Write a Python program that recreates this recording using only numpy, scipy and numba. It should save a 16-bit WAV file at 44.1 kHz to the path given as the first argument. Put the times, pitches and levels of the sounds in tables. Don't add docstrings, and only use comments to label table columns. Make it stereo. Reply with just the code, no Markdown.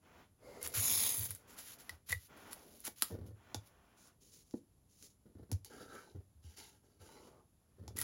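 import sys
import numpy as np
from scipy import signal
from scipy.fft import rfft, irfft, next_fast_len
from scipy.io import wavfile
from scipy.ndimage import uniform_filter1d, map_coordinates
from numba import njit

SR = 44100
rng = np.random.default_rng(int(sys.argv[2]) if len(sys.argv) > 2 else 0)


def generate_wav(sig):
    pcm = np.round(np.clip(np.atleast_2d(sig).T, -1, 1) * 32767).astype(np.int16)
    wavfile.write(sys.argv[1], SR, pcm)


N = 354123
T = np.arange(N) / SR

# low_hz, high_hz
BASS, LOW, MID = (60, 140), (200, 700), (400, 2000)
HISS, TREBLE, ALL = (3000, 7000), (9300, 12300), (0, 16000)
# frequency_hz, level_db
PANEL_COLOUR = [(60, -30), (170, 9), (260, 2.5), (450, 3.5), (700, -12), (1000, -16.5), (2000, -18),
                (4000, -30.5), (12000, -33)]
# frequency_hz, level_db
DESK_COLOUR = [(25, -34.5), (55, -13), (78, 7), (103, 10.5), (140, -7.5), (300, -22), (1500, -61.5)]


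def peel(judder_db=2.2, echo_gain=.42, rasp_db=-41.5, ring_db=-40, rumble_db=-21):
    # time_s, level_db
    peel_speed = [(.73, -70), (.75, -44.5), (.79, -40.5), (.86, -37), (.96, -36.5), (1.07, -38), (1.1, -40),
                  (1.2, -44), (1.268, -45), (1.29, -80)]
    # frequency_hz, level_db
    glue_colour = [(200, -10), (600, -22), (1100, -15.5), (1500, -16.5), (2700, -19), (6000, -20.5),
                   (9000, -5), (11500, -3), (15000, -8.5)]
    strip_colour = [(1000, -18.5), (2700, -4.5), (3300, -5.5), (4200, -1.5), (5400, -2), (7000, 6),
                    (9000, -12.5), (15000, -34)]
    # time_s, pitch_hz
    ring_pitch = [(.75, 7450), (.86, 6500), (.92, 5500), (.97, 4960), (1.03, 4040), (1.08, 3480),
                  (1.29, 2950)]
    # time_s, pitch_hz, level_db
    strip_buzz = [(.85, 3700, -61), (.895, 3470, -51), (.91, 3210, -43), (.94, 3370, -50), (.96, 3610, -57),
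                  (1.0, 3400, -51), (1.06, 3300, -50), (1.1, 3400, -73)]
    speed = gain_curve(peel_speed)
    effort = speed / speed.max()
    grip = undb(judder_db * wander(550))
    grip /= np.sqrt(np.mean(grip ** 2))
    lag_s = np.interp(T, [peel_speed[0][0], peel_speed[-1][0]], [.000635, .00073])

    def hollow(slips):
        echo = map_coordinates(slips, [(T - lag_s) * SR], order=3)
        return (slips - echo_gain * echo) / np.hypot(1, echo_gain)

    glue_slips = hollow(grip * crackle(rate_hz=2600, spread_db=2.5, decay_s=.0004))
    glue = coloured(glue_slips, glue_colour, TREBLE) * speed
    strip_slips = hollow(grip * crackle(rate_hz=2700, spread_db=1, decay_s=.00054))
    strip = coloured(strip_slips, strip_colour, HISS)
    ring = resonance(strip, np.interp(T, *np.transpose(ring_pitch)), width_hz=900.)
    time_s, buzz_hz, buzz_db = np.transpose(strip_buzz)
    buzz = resonance(strip, np.interp(T, time_s, buzz_hz), width_hz=290.)
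    rasp = strip * undb(rasp_db) * effort ** 1.14 + ring * undb(ring_db) * effort ** 2.6
    rasp += buzz / buzz.std() * gain_curve(np.column_stack([time_s, buzz_db]))
    rumble = desk_rumble() * speed * undb(rumble_db)
    return place(glue, pan_db=4.5, lead_s=.00012) + place(rasp, pan_db=-3, lead_s=-.000038) + rumble


def rips():
    # start_s, length_s, level_db, rise_db
    tears = [(0.611, 0.056, -45.5, 20.5), (0.74, 0.063, -37.5, -1), (1.293, 0.025, -53, 15),
             (1.347, 0.018, -59, -1.5), (2.089, 0.043, -41, 0.5), (2.508, 0.025, -51, 8),
             (2.841, 0.04, -41.5, 16), (7.964, 0.073, -42.5, 3)]
    # start_s, length_s, level_db
    tugs = [(1.469, 0.096, -55.5), (1.573, 0.048, -46), (1.624, 0.11, -53.5), (1.78, 0.054, -55)]
    # frequency_hz, level_db
    rip_colour = [(200, -12.5), (600, -17.5), (1500, -5.5), (2200, -8.5), (3200, -9), (6000, -8),
                  (9000, -2), (11500, 1.5), (15000, -5.5)]
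    pull = np.zeros(N)
    for start_s, length_s, level_db, rise_db in tears:
        add(pull, start_s, undb(level_db + rise_db * np.linspace(-.5, .5, int(length_s * SR))))
    for start_s, length_s, level_db in tugs:
        add(pull, start_s, undb(level_db) * np.sin(np.linspace(0, np.pi, int(length_s * SR))))
    fibres = coloured(crackle(rate_hz=1100, spread_db=1, decay_s=.0013), rip_colour, ALL)
    return place(fibres * uniform_filter1d(pull, size=256), pan_db=-6, lead_s=.00002)


def snaps(decay_s=.00022, flutter_db=-21, flutter_s=.006):
    # start_s, peak_db, body_db, left_minus_right_db
    jerks = [(.629, -27.5, -19, 22), (0.675, -24, 0, 14.5), (0.7455, -30, 3, 11), (.861, -23, -11, 6),
             (.882, -27.5, -17, 3), (1.067, -21.5, -9, -4), (1.147, -30, -6, 4), (1.259, -26, -2, -4),
             (1.307, -29, -1, 17), (1.35, -34.5, -8, 17), (1.894, -24, 4.5, -9.5), (2.096, -25.5, -2, 1),
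             (2.121, -27, -6, 21.5), (2.1268, -22, 6, -4.5), (2.5309, -24, 3, 1), (2.804, -43, -6.5, 23),
             (2.851, -29.5, -11.5, 7), (2.868, -22.5, -5, -9), (2.878, -25, 3.5, 1), (3.0225, -1.5, 1, -7),
             (7.988, -18, -5, 9), (8.002, -21, -12, 2), (8.015, -21.5, 5, 14)]
    # frequency_hz, level_db
    crack_colour = [(200, -34.5), (2200, -26), (3800, -11), (6000, -0.5), (9000, 12), (11500, 9),
                    (15000, 1)]
    body_colour = [(150, -29), (500, -20), (850, -7.5), (1250, 0.5), (1700, -1), (2300, -7.5), (3000, -3),
                   (5000, 3), (6500, 0.5), (10000, -14), (15000, -16.5)]
    out, t = np.zeros((2, N)), T[:2048]
    envelope = np.exp(-t / decay_s) + undb(flutter_db) * np.exp(-t / flutter_s)
    bright, dull = response(crack_colour), response(body_colour)
    for start_s, peak_db, body_db, pan_db in jerks:
        crack = signal.fftconvolve(burst(envelope), bright + undb(body_db) * dull)
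        add(out, start_s, panned(at_peak(crack, peak_db), pan_db))
    return out


def rubbing(attack_s=.028, release_s=.029, squeak_split_hz=95, grain_db=1):
    # start_s, length_s, panel_db, squeak_db, hiss_db, change_db
    rubs = [(5.64, 0.024, -67, -79, -61, -4), (5.688, 0.15, -58.5, -59.5, -64.5, 4),
            (5.86, 0.09, -61, -59.5, -68, 11), (5.935, 0.098, -67.5, -56.5, -65.5, -8.5),
            (5.98, 0.12, -68, -81, -74, 2), (6.415, 0.13, -78.5, -80, -69.5, 1),
            (6.558, 0.14, -70.5, -69.5, -59.5, -15), (6.7, 0.058, -77, -79, -76.5, 3.5),
            (6.82, 0.26, -79.5, -88.5, -85.5, -14), (6.987, 0.14, -65, -68.5, -66.5, 1.5),
            (7.13, 0.15, -62, -69.5, -69, 2), (7.3, 0.11, -67.5, -71, -85, -6)]
    # time_s, pitch_hz
    squeak_pitch = [(5.7, 1520), (5.95, 1430), (6.6, 1506), (7.02, 1476), (7.35, 980)]
    # frequency_hz, level_db
    body_colour = [(100, 3.5), (450, 14.5), (680, 4.5), (850, 5.5), (1000, -2), (1120, -11), (1550, -8.5),
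                   (2200, -31), (6000, -56)]
    hiss_colour = [(400, -5), (850, 8.5), (1150, -6), (2200, -2.5), (3000, 6.5), (3900, 0), (5000, 5.5),
                   (7000, 8), (10000, 10), (12500, 4.5), (15000, 0)]
    # pitch_hz, width_hz, level_db
    rub_modes = [(860, 58, 8.5), (2140, 290, -1), (2875, 150, -5.5), (3955, 200, 3.5), (4530, 300, 2)]
    panel_gain, squeak_gain, hiss_gain = (strokes(rubs, attack_s, release_s, k) for k in (2, 3, 4))
    catches = crackle(rate_hz=1100, spread_db=1.5, decay_s=.0034)
    slips = crackle(rate_hz=4600, spread_db=5, decay_s=.00066)
    pitch_hz = np.interp(T, *np.transpose(squeak_pitch))
    squeak = sum(steep_band(slips, pitch_hz + side * squeak_split_hz, width_hz=150.) for side in (-1, 1))
    body = coloured(catches, body_colour, LOW) * panel_gain + squeak / squeak.std() * squeak_gain
    grain = roaming(crackle(rate_hz=640, spread_db=5.5, decay_s=.0021), rub_modes) * undb(grain_db)
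    hiss = (coloured(catches, hiss_colour, HISS) + grain) / np.hypot(1, undb(grain_db)) * hiss_gain
    return place(body, pan_db=-2.5, lead_s=-.00018) + place(hiss, pan_db=-5.5, lead_s=-.000035)


def roaming(x, modes, rate_hz=11, swell_db=4, drift=.02):
    out = np.zeros(N)
    for pitch_hz, width_hz, level_db in modes:
        ring = resonance(x, pitch_hz * (1 + drift * wander(rate_hz)), float(width_hz))
        out += ring * undb(level_db + swell_db * wander(rate_hz))
    return out / out.std()


def roll_knocks():
    # start_s, peak_db, contact_s
    blows = [(1.894, -37.5, 0.00015), (2.105, -40, 0.00036), (2.1205, -39, 0.00014), (2.126, -24, 0.000078),
             (2.132, -32, 0.00013), (2.147, -42.5, 0.00009), (7.971, -50, .00017), (7.989, -40, 0.00023),
             (8.0145, -47, 0.00011)]
    # pitch_hz, level_db, t60_s
    modes = [(495, -29, .05), (1230, -21, .012), (1870, -6, .014), (1935, 0, .025), (2080, -5, .011),
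             (2525, -22, .02)]
    return place(knocks(blows, modes), pan_db=6, lead_s=.00003)


def panel_knocks(tap_db=-17, tap_decay_s=.0034):
    # start_s, peak_db, contact_s
    blows = [(2.877, -37.5, 0.00087), (3.022, -42, 0.0021), (3.101, -49, 0.00077), (3.5445, -30.5, .00025),
             (4.5375, -28.5, 0.0026), (5.351, -47, 0.0025), (5.393, -45.5, 0.0019), (5.514, -40, 0.00044),
             (5.5175, -40.5, 0.0017), (6.15, -51.5, 0.0017), (7.878, -41.5, 0.00035)]
    # pitch_hz, level_db, t60_s
    modes = [(191, -21, 0.1), (245.7, 0, 0.017), (366, 3, .015), (400, -10, 0.039), (460, -18, 0.099),
             (590, -2.5, 0.0091), (855, -2, 0.025), (1115, -10.5, .015), (1484, -5.5, 0.011),
             (2347, -13, 0.028), (3496, 2, 0.028), (3900, -7, .025), (4670, -9, .02)]
    # frequency_hz, level_db
    tap_colour = [(200, -3.5), (500, -2), (850, 1.5), (1400, -8.5), (2200, -18), (4000, -21),
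                  (12000, -33.5)]
    out, t = knocks(blows, modes), T[:2048]
    for start_s, peak_db, _ in blows:
        noise = np.exp(-t / tap_decay_s) * rng.standard_normal(len(t))
        crack = signal.fftconvolve(noise, response(tap_colour))
        add(out, start_s, at_peak(crack, peak_db + tap_db))
    return place(bend(out), pan_db=-2, lead_s=.0002)


def bend(x, lag_s=.0008, at_hz=1000):
    size = next_fast_len(N + 4096)
    freqs = np.arange(size // 2 + 1) * SR / size
    cycles = 2 * lag_s * np.sqrt(freqs * at_hz)
    return irfft(rfft(x, size) * np.exp(-2j * np.pi * cycles), size)[:N]


def desk_thuds():
    # start_s, peak_db, contact_s, pitch_factor
    blows = [(.625, -52.5, 0.016, 0.8), (.772, -37.5, 0.0018, 0.96), (1.175, -43, .006, 0.98),
             (1.908, -55.5, 0.0016, .8), (2.105, -44, 0.0014, 0.85), (2.143, -42.5, .006, 0.91),
             (3.125, -47, .0017, 0.92), (3.554, -43, 0.0043, 0.96), (5.522, -31, 0.002, 0.92),
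             (6.165, -42.5, 0.0072, 0.92), (6.35, -60, 0.0039, 0.74), (6.445, -49, 0.003, 0.79),
             (7.0, -56, .0033, 0.88)]
    # pitch_hz, level_db, t60_s
    modes = [(66, -12, .14), (90, -1, .15), (106, 3, .18), (172, -22, .1)]
    return knocks(blows, modes)


def nails(decay_s=.0008, scrape_db=-15, scrape_s=.013):
    # start_s, peak_db, left_minus_right_db
    clicks = [(3.5457, -23, -9), (4.510, -47.5, -12), (5.026, -40, -4), (5.516, -29, 7.5),
              (5.529, -35.5, -20), (5.647, -37, 12.5), (6.573, -43, 3), (7.879, -38, -10)]
    # frequency_hz, level_db
    nail_colour = [(200, -8), (800, -17.5), (1400, -6.5), (2600, -5.5), (3500, -5), (5500, 4.5),
                   (7500, 1.5), (11000, 4.5), (15000, -5.5)]
    out, t = np.zeros((2, N)), T[:1024]
    envelope = np.exp(-t / decay_s) + undb(scrape_db) * np.exp(-t / scrape_s)
    for start_s, peak_db, pan_db in clicks:
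        click = signal.fftconvolve(burst(envelope), response(nail_colour))
        add(out, start_s, panned(at_peak(click, peak_db), pan_db))
    return out


def panel_shifts(attack_s=.0039, release_s=.015):
    # start_s, length_s, panel_db, rumble_db, change_db
    shifts = [(1.19, 0.163, -75.5, -52, -9.5), (3.098, 0.058, -48.5, -54, 1), (3.18, .17, -60, -53, -10),
              (5.255, 0.054, -67, -75, -8), (5.348, 0.08, -62.5, -56, 7.5), (5.485, 0.044, -64, -60.5, 6),
              (6.145, 0.06, -61, -51.5, -7), (7.782, 0.095, -62.5, -55.5, -4.5),
              (7.872, 0.092, -63, -55, -6), (7.95, 0.12, -59.5, -51.5, 0)]
    slips = crackle(rate_hz=790, spread_db=10, decay_s=.004)
    judder = coloured(slips, PANEL_COLOUR, LOW) * strokes(shifts, attack_s, release_s)
    rumble = desk_rumble() * strokes(shifts, 2 * attack_s, release_s, level_column=3)
    return place(judder, pan_db=1, lead_s=.00021) + rumble


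def desk_rumble():
    return coloured(rng.standard_normal(N), DESK_COLOUR, BASS)


def roll_drag():
    # start_s, length_s, level_db, change_db
    drag = [(.385, 0.22, -57.5, 2)]
    # frequency_hz, level_db
    drag_colour = [(80, -8), (300, -9), (500, 2), (700, -9.5), (1200, -16), (1800, -23), (2120, -5.5),
                   (2600, -38), (5000, -22), (15000, -35)]
    scrape = coloured(rng.standard_normal(N), drag_colour, LOW)
    return place(scrape * strokes(drag, attack_s=.096, release_s=.36), pan_db=7, lead_s=.00025)


def crinkles():
    # start_s, length_s, level_db, change_db
    flexes = [(.6, 0.13, -61, 5), (1.28, 0.15, -65, -25), (1.56, 0.18, -59, 5.5), (1.78, 0.17, -68.5, -6),
              (2.057, 0.023, -66.5, 17.5), (2.14, 0.13, -66.5, 4.5), (2.36, 0.55, -67, 4),
              (2.955, 0.062, -59, 13.5), (3.05, 0.087, -62, -6.5), (3.26, 0.032, -68.5, -13),
              (3.58, 0.096, -79.5, 27)]
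    # frequency_hz, level_db
    crinkle_colour = [(300, -25), (1500, -13), (3500, -7.5), (6000, -5), (9000, -3), (12000, 0.5),
                      (15000, -7)]
    creases = coloured(crackle(rate_hz=1000, spread_db=3, decay_s=.0026), crinkle_colour, TREBLE)
    return place(creases * strokes(flexes, attack_s=.0078, release_s=.012), pan_db=-3, lead_s=-.000037)


def finger_glides(panel_db=-7):
    # start_s, length_s, level_db, change_db
    glides = [(3.96, 0.12, -70.5, 3), (4.2, 0.23, -73, -9), (4.31, .11, -67.5, -7.5), (4.44, 0.14, -77, 6),
              (4.88, 0.154, -74, 12), (5.015, 0.052, -63, -1), (5.09, 0.017, -72, 0)]
    # frequency_hz, level_db
    glide_colour = [(500, -17), (2000, -12.5), (3500, -7.5), (6000, 0), (8500, 4.5), (12000, -5),
                    (15000, -8)]
    catches = crackle(rate_hz=6300, spread_db=6.5, decay_s=.0027)
    touch = strokes(glides, attack_s=.021, release_s=.016)
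    finger = coloured(catches, glide_colour, TREBLE) * touch
    panel = coloured(catches, PANEL_COLOUR, LOW) * touch * undb(panel_db)
    return place(finger, pan_db=-3, lead_s=-.000037) + place(panel, pan_db=1.5, lead_s=.00012)


def sleeve():
    # start_s, length_s, level_db, change_db
    brushes = [(0, 0.22, -67.5, 9), (.36, 0.21, -72.5, 20), (1.36, 0.23, -68.5, 14),
               (1.6, 0.34, -68.5, 4.5), (2.27, 0.25, -61, 4.5), (2.54, 0.22, -74.5, -32),
               (3.33, 0.194, -70, 14.5), (3.56, 0.54, -73, 2), (7.25, 0.14, -76.5, -12),
               (7.55, 0.24, -88, 9.5)]
    # frequency_hz, level_db
    cloth_colour = [(60, -13), (250, -2), (500, -6), (1000, -5), (1500, -7), (2100, -10), (3500, -9.5),
                    (6000, -20), (11000, -35), (15000, -25)]
    cloth = coloured(crackle(rate_hz=4400, spread_db=2, decay_s=.0053), cloth_colour, MID)
    return place(cloth * strokes(brushes, attack_s=.046, release_s=.028), pan_db=1.5, lead_s=.00012)


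def arm_sweep(start_s=2.5, length_s=.36, level_db=-65, start_hz=1370, end_hz=275, slowing_s=.055):
    t = np.clip(T - start_s, 0, length_s)
    pitch_hz = end_hz + (start_hz - end_hz) * np.exp(-t / slowing_s)
    swish = steep_band(rng.standard_normal(N), pitch_hz, width_hz=330.)
    swell = undb(level_db) * np.sin(np.pi * t / length_s)
    return place(swish / swish.std() * swell, pan_db=-5, lead_s=.00018)


def room(x, early_db=-9, early_s=.021, tail_db=-13.5, t60_s=.2, treble_t60_s=.17):
    t = T[:SR // 3]
    below_treble = signal.butter(1, 3000, fs=SR)
    short_waves, long_waves = (signal.butter(2, 700, kind, fs=SR) for kind in ("high", "low"))
    shared = signal.lfilter(*long_waves, rng.standard_normal(len(t)))
    out = []
    for channel in x:
        near, own = signal.lfilter(*short_waves, rng.standard_normal((2, len(t))))
        far = own + shared
        low = signal.lfilter(*below_treble, far)
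        tail = low * undb(-60 * t / t60_s) + .5 * (far - low) * undb(-60 * t / treble_t60_s)
        tail *= t > .005
        early = near * np.exp(-t / early_s) * (t > .0007)
        echoes = undb(tail_db) * tail / np.linalg.norm(tail)
        echoes += undb(early_db) * early / np.linalg.norm(early)
        out.append(channel + signal.oaconvolve(channel, echoes)[:N])
    return np.array(out)


def room_tone(level_db=-71, apart=.25):
    # frequency_hz, level_db
    air_colour = [(20, -16.5), (50, 2.5), (100, 1.5), (250, -9.5), (500, -17), (1000, -23.5), (2000, -31.5),
                  (6000, -31), (11000, -22), (15000, -36.5)]
    shared, left, right = (coloured(rng.standard_normal(N), air_colour, ALL) for _ in range(3))
    return undb(level_db) * (shared + apart * np.array([left, right]))


def knocks(blows, modes):
    out, t = np.zeros(N), T[:SR // 4]
    for start_s, peak_db, contact_s, *loading in blows:
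        pitch_factor = loading[0] if loading else 1
        ring = sum((-1) ** k * undb(db - 60 * t / t60_s) * np.cos(2 * np.pi * hz * pitch_factor * t)
                   for k, (hz, db, t60_s) in enumerate(modes))
        push = np.sin(np.pi * np.minimum(T[:512] / contact_s, 1)) ** 2
        add(out, start_s, at_peak(signal.fftconvolve(ring, push), peak_db))
    return out


def crackle(rate_hz, spread_db, decay_s):
    slips = rng.random(N) < rate_hz / SR
    sizes = undb(spread_db * np.clip(rng.standard_normal(N), -2, 2))
    energy = signal.lfilter([1], [1, -np.exp(-1 / (decay_s * SR))], slips * sizes ** 2 + 1e-12)
    return np.sqrt(energy / energy.mean()) * rng.standard_normal(N)


def strokes(rows, attack_s, release_s, level_column=2):
    power = np.zeros(N)
    for row in rows:
        start_s, length_s, level_db, change_db = row[0], row[1], row[level_column], row[-1]
        t = T[:int((length_s + 6 * release_s) * SR)]
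        contact = np.sin(np.pi / 2 * np.minimum(t / attack_s, 1)) ** 2
        pressure = undb(level_db + change_db * (np.minimum(t / length_s, 1) - .5))
        release = np.exp(-np.maximum(t - length_s, 0) / release_s)
        add(power, start_s, (contact * pressure * release) ** 2)
    return np.sqrt(power)


def burst(envelope):
    noise = envelope * rng.standard_normal(len(envelope))
    power = uniform_filter1d(np.abs(rfft(noise, 2048)) ** 2, size=21)
    whitening = np.column_stack([np.linspace(1, SR / 2, len(power)), -10 * np.log10(power)])
    return signal.fftconvolve(noise, response(whitening))


def wander(rate_hz):
    points = rng.standard_normal(int(N / SR * rate_hz) + 2)
    return 1.2 * np.interp(T * rate_hz, np.arange(len(points)), points)


@njit
def resonance(x, pitch_hz, width_hz):
    out, band, low = np.empty(len(x)), 0., 0.
    for i in range(len(x)):
        tuning, damping = np.tan(np.pi * pitch_hz[i] / SR), width_hz / pitch_hz[i]
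        velocity = (band + tuning * (x[i] - low)) / (1 + tuning * (tuning + damping))
        band, low = 2 * velocity - band, low + 2 * tuning * velocity
        out[i] = damping * velocity
    return out


def steep_band(x, pitch_hz, width_hz):
    return resonance(resonance(x, pitch_hz, width_hz), pitch_hz, 2 * width_hz)


def response(colour, size=4096):
    hz, db = np.transpose(colour)
    freqs = np.maximum(np.arange(size // 2 + 1) * SR / size, 1)
    cepstrum = irfft(np.log(undb(np.interp(np.log(freqs), np.log(hz), db))))
    cepstrum[1:size // 2] *= 2
    cepstrum[size // 2 + 1:] = 0
    return irfft(np.exp(rfft(cepstrum)))


def coloured(x, colour, band_hz):
    impulse = response(colour)
    power = np.abs(rfft(impulse)) ** 2
    freqs = np.linspace(0, SR / 2, len(power))
    in_band = (freqs >= band_hz[0]) & (freqs <= band_hz[1])
    return signal.oaconvolve(x, impulse)[:N] / np.sqrt(np.mean(power * in_band))


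def gain_curve(points, fade_s=.008):
    time_s, level_db = np.transpose(points)
    gate = np.interp(T, [time_s[0] - fade_s, time_s[0], time_s[-1], time_s[-1] + fade_s], [0, 1, 1, 0])
    return undb(np.interp(T, time_s, level_db)) * gate


def place(x, pan_db, lead_s):
    size = next_fast_len(N + 64)
    freqs = np.arange(size // 2 + 1) * SR / size
    right = irfft(rfft(x, size) * np.exp(-2j * np.pi * freqs * lead_s), size)[:N]
    return panned(np.array([x, right]), pan_db)


def panned(x, pan_db):
    return x * undb([[pan_db / 2], [-pan_db / 2]])


def at_peak(x, peak_db):
    return undb(peak_db) * x / np.abs(x).max()


def add(out, start_s, sound):
    i = int(start_s * SR)
    out[..., i:i + sound.shape[-1]] += sound[..., :N - i]


def undb(db):
    return 10 ** (np.asarray(db) / 20)


def scene():
    wood = panel_knocks() + desk_thuds()
    roll, roll_room_share = roll_knocks(), .3
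    tape = peel() + rips() + snaps() + crinkles()
    hands = finger_glides() + sleeve() + roll_drag() + arm_sweep() + rubbing() + panel_shifts() + nails()
    return room(tape + hands + wood + roll_room_share * roll) + (1 - roll_room_share) * roll + room_tone()


def record(dry):
    # frequency_hz, lag_cycles
    treble_lag = [(7200, .15), (7900, .42), (8500, .5), (10500, 1), (11200, 1), (13100, 1.5), (13600, 1.5),
                  (15100, 2), (16500, 2)]
    size = next_fast_len(N + 2048)
    left, right = rfft(dry, size)
    freqs = np.arange(len(left)) * SR / size
    hz, lag_cycles = np.transpose(treble_lag)
    share = np.interp(freqs, hz[:2], [0, 1])
    late_left = left * np.exp(-2j * np.pi * np.interp(freqs, hz, lag_cycles))
    right = np.sqrt(1 - share) * right + np.sqrt(share) * late_left
    stereo = irfft(np.array([left, right]), size)[:, :N]
    low_cut = signal.butter(2, 35, "high", fs=SR, output="sos")
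    high_cut = signal.ellip(10, .2, 80, 15900, fs=SR, output="sos")
    return signal.sosfilt(high_cut, signal.sosfilt(low_cut, stereo))


dry = scene()
out = record(dry)
generate_wav(out)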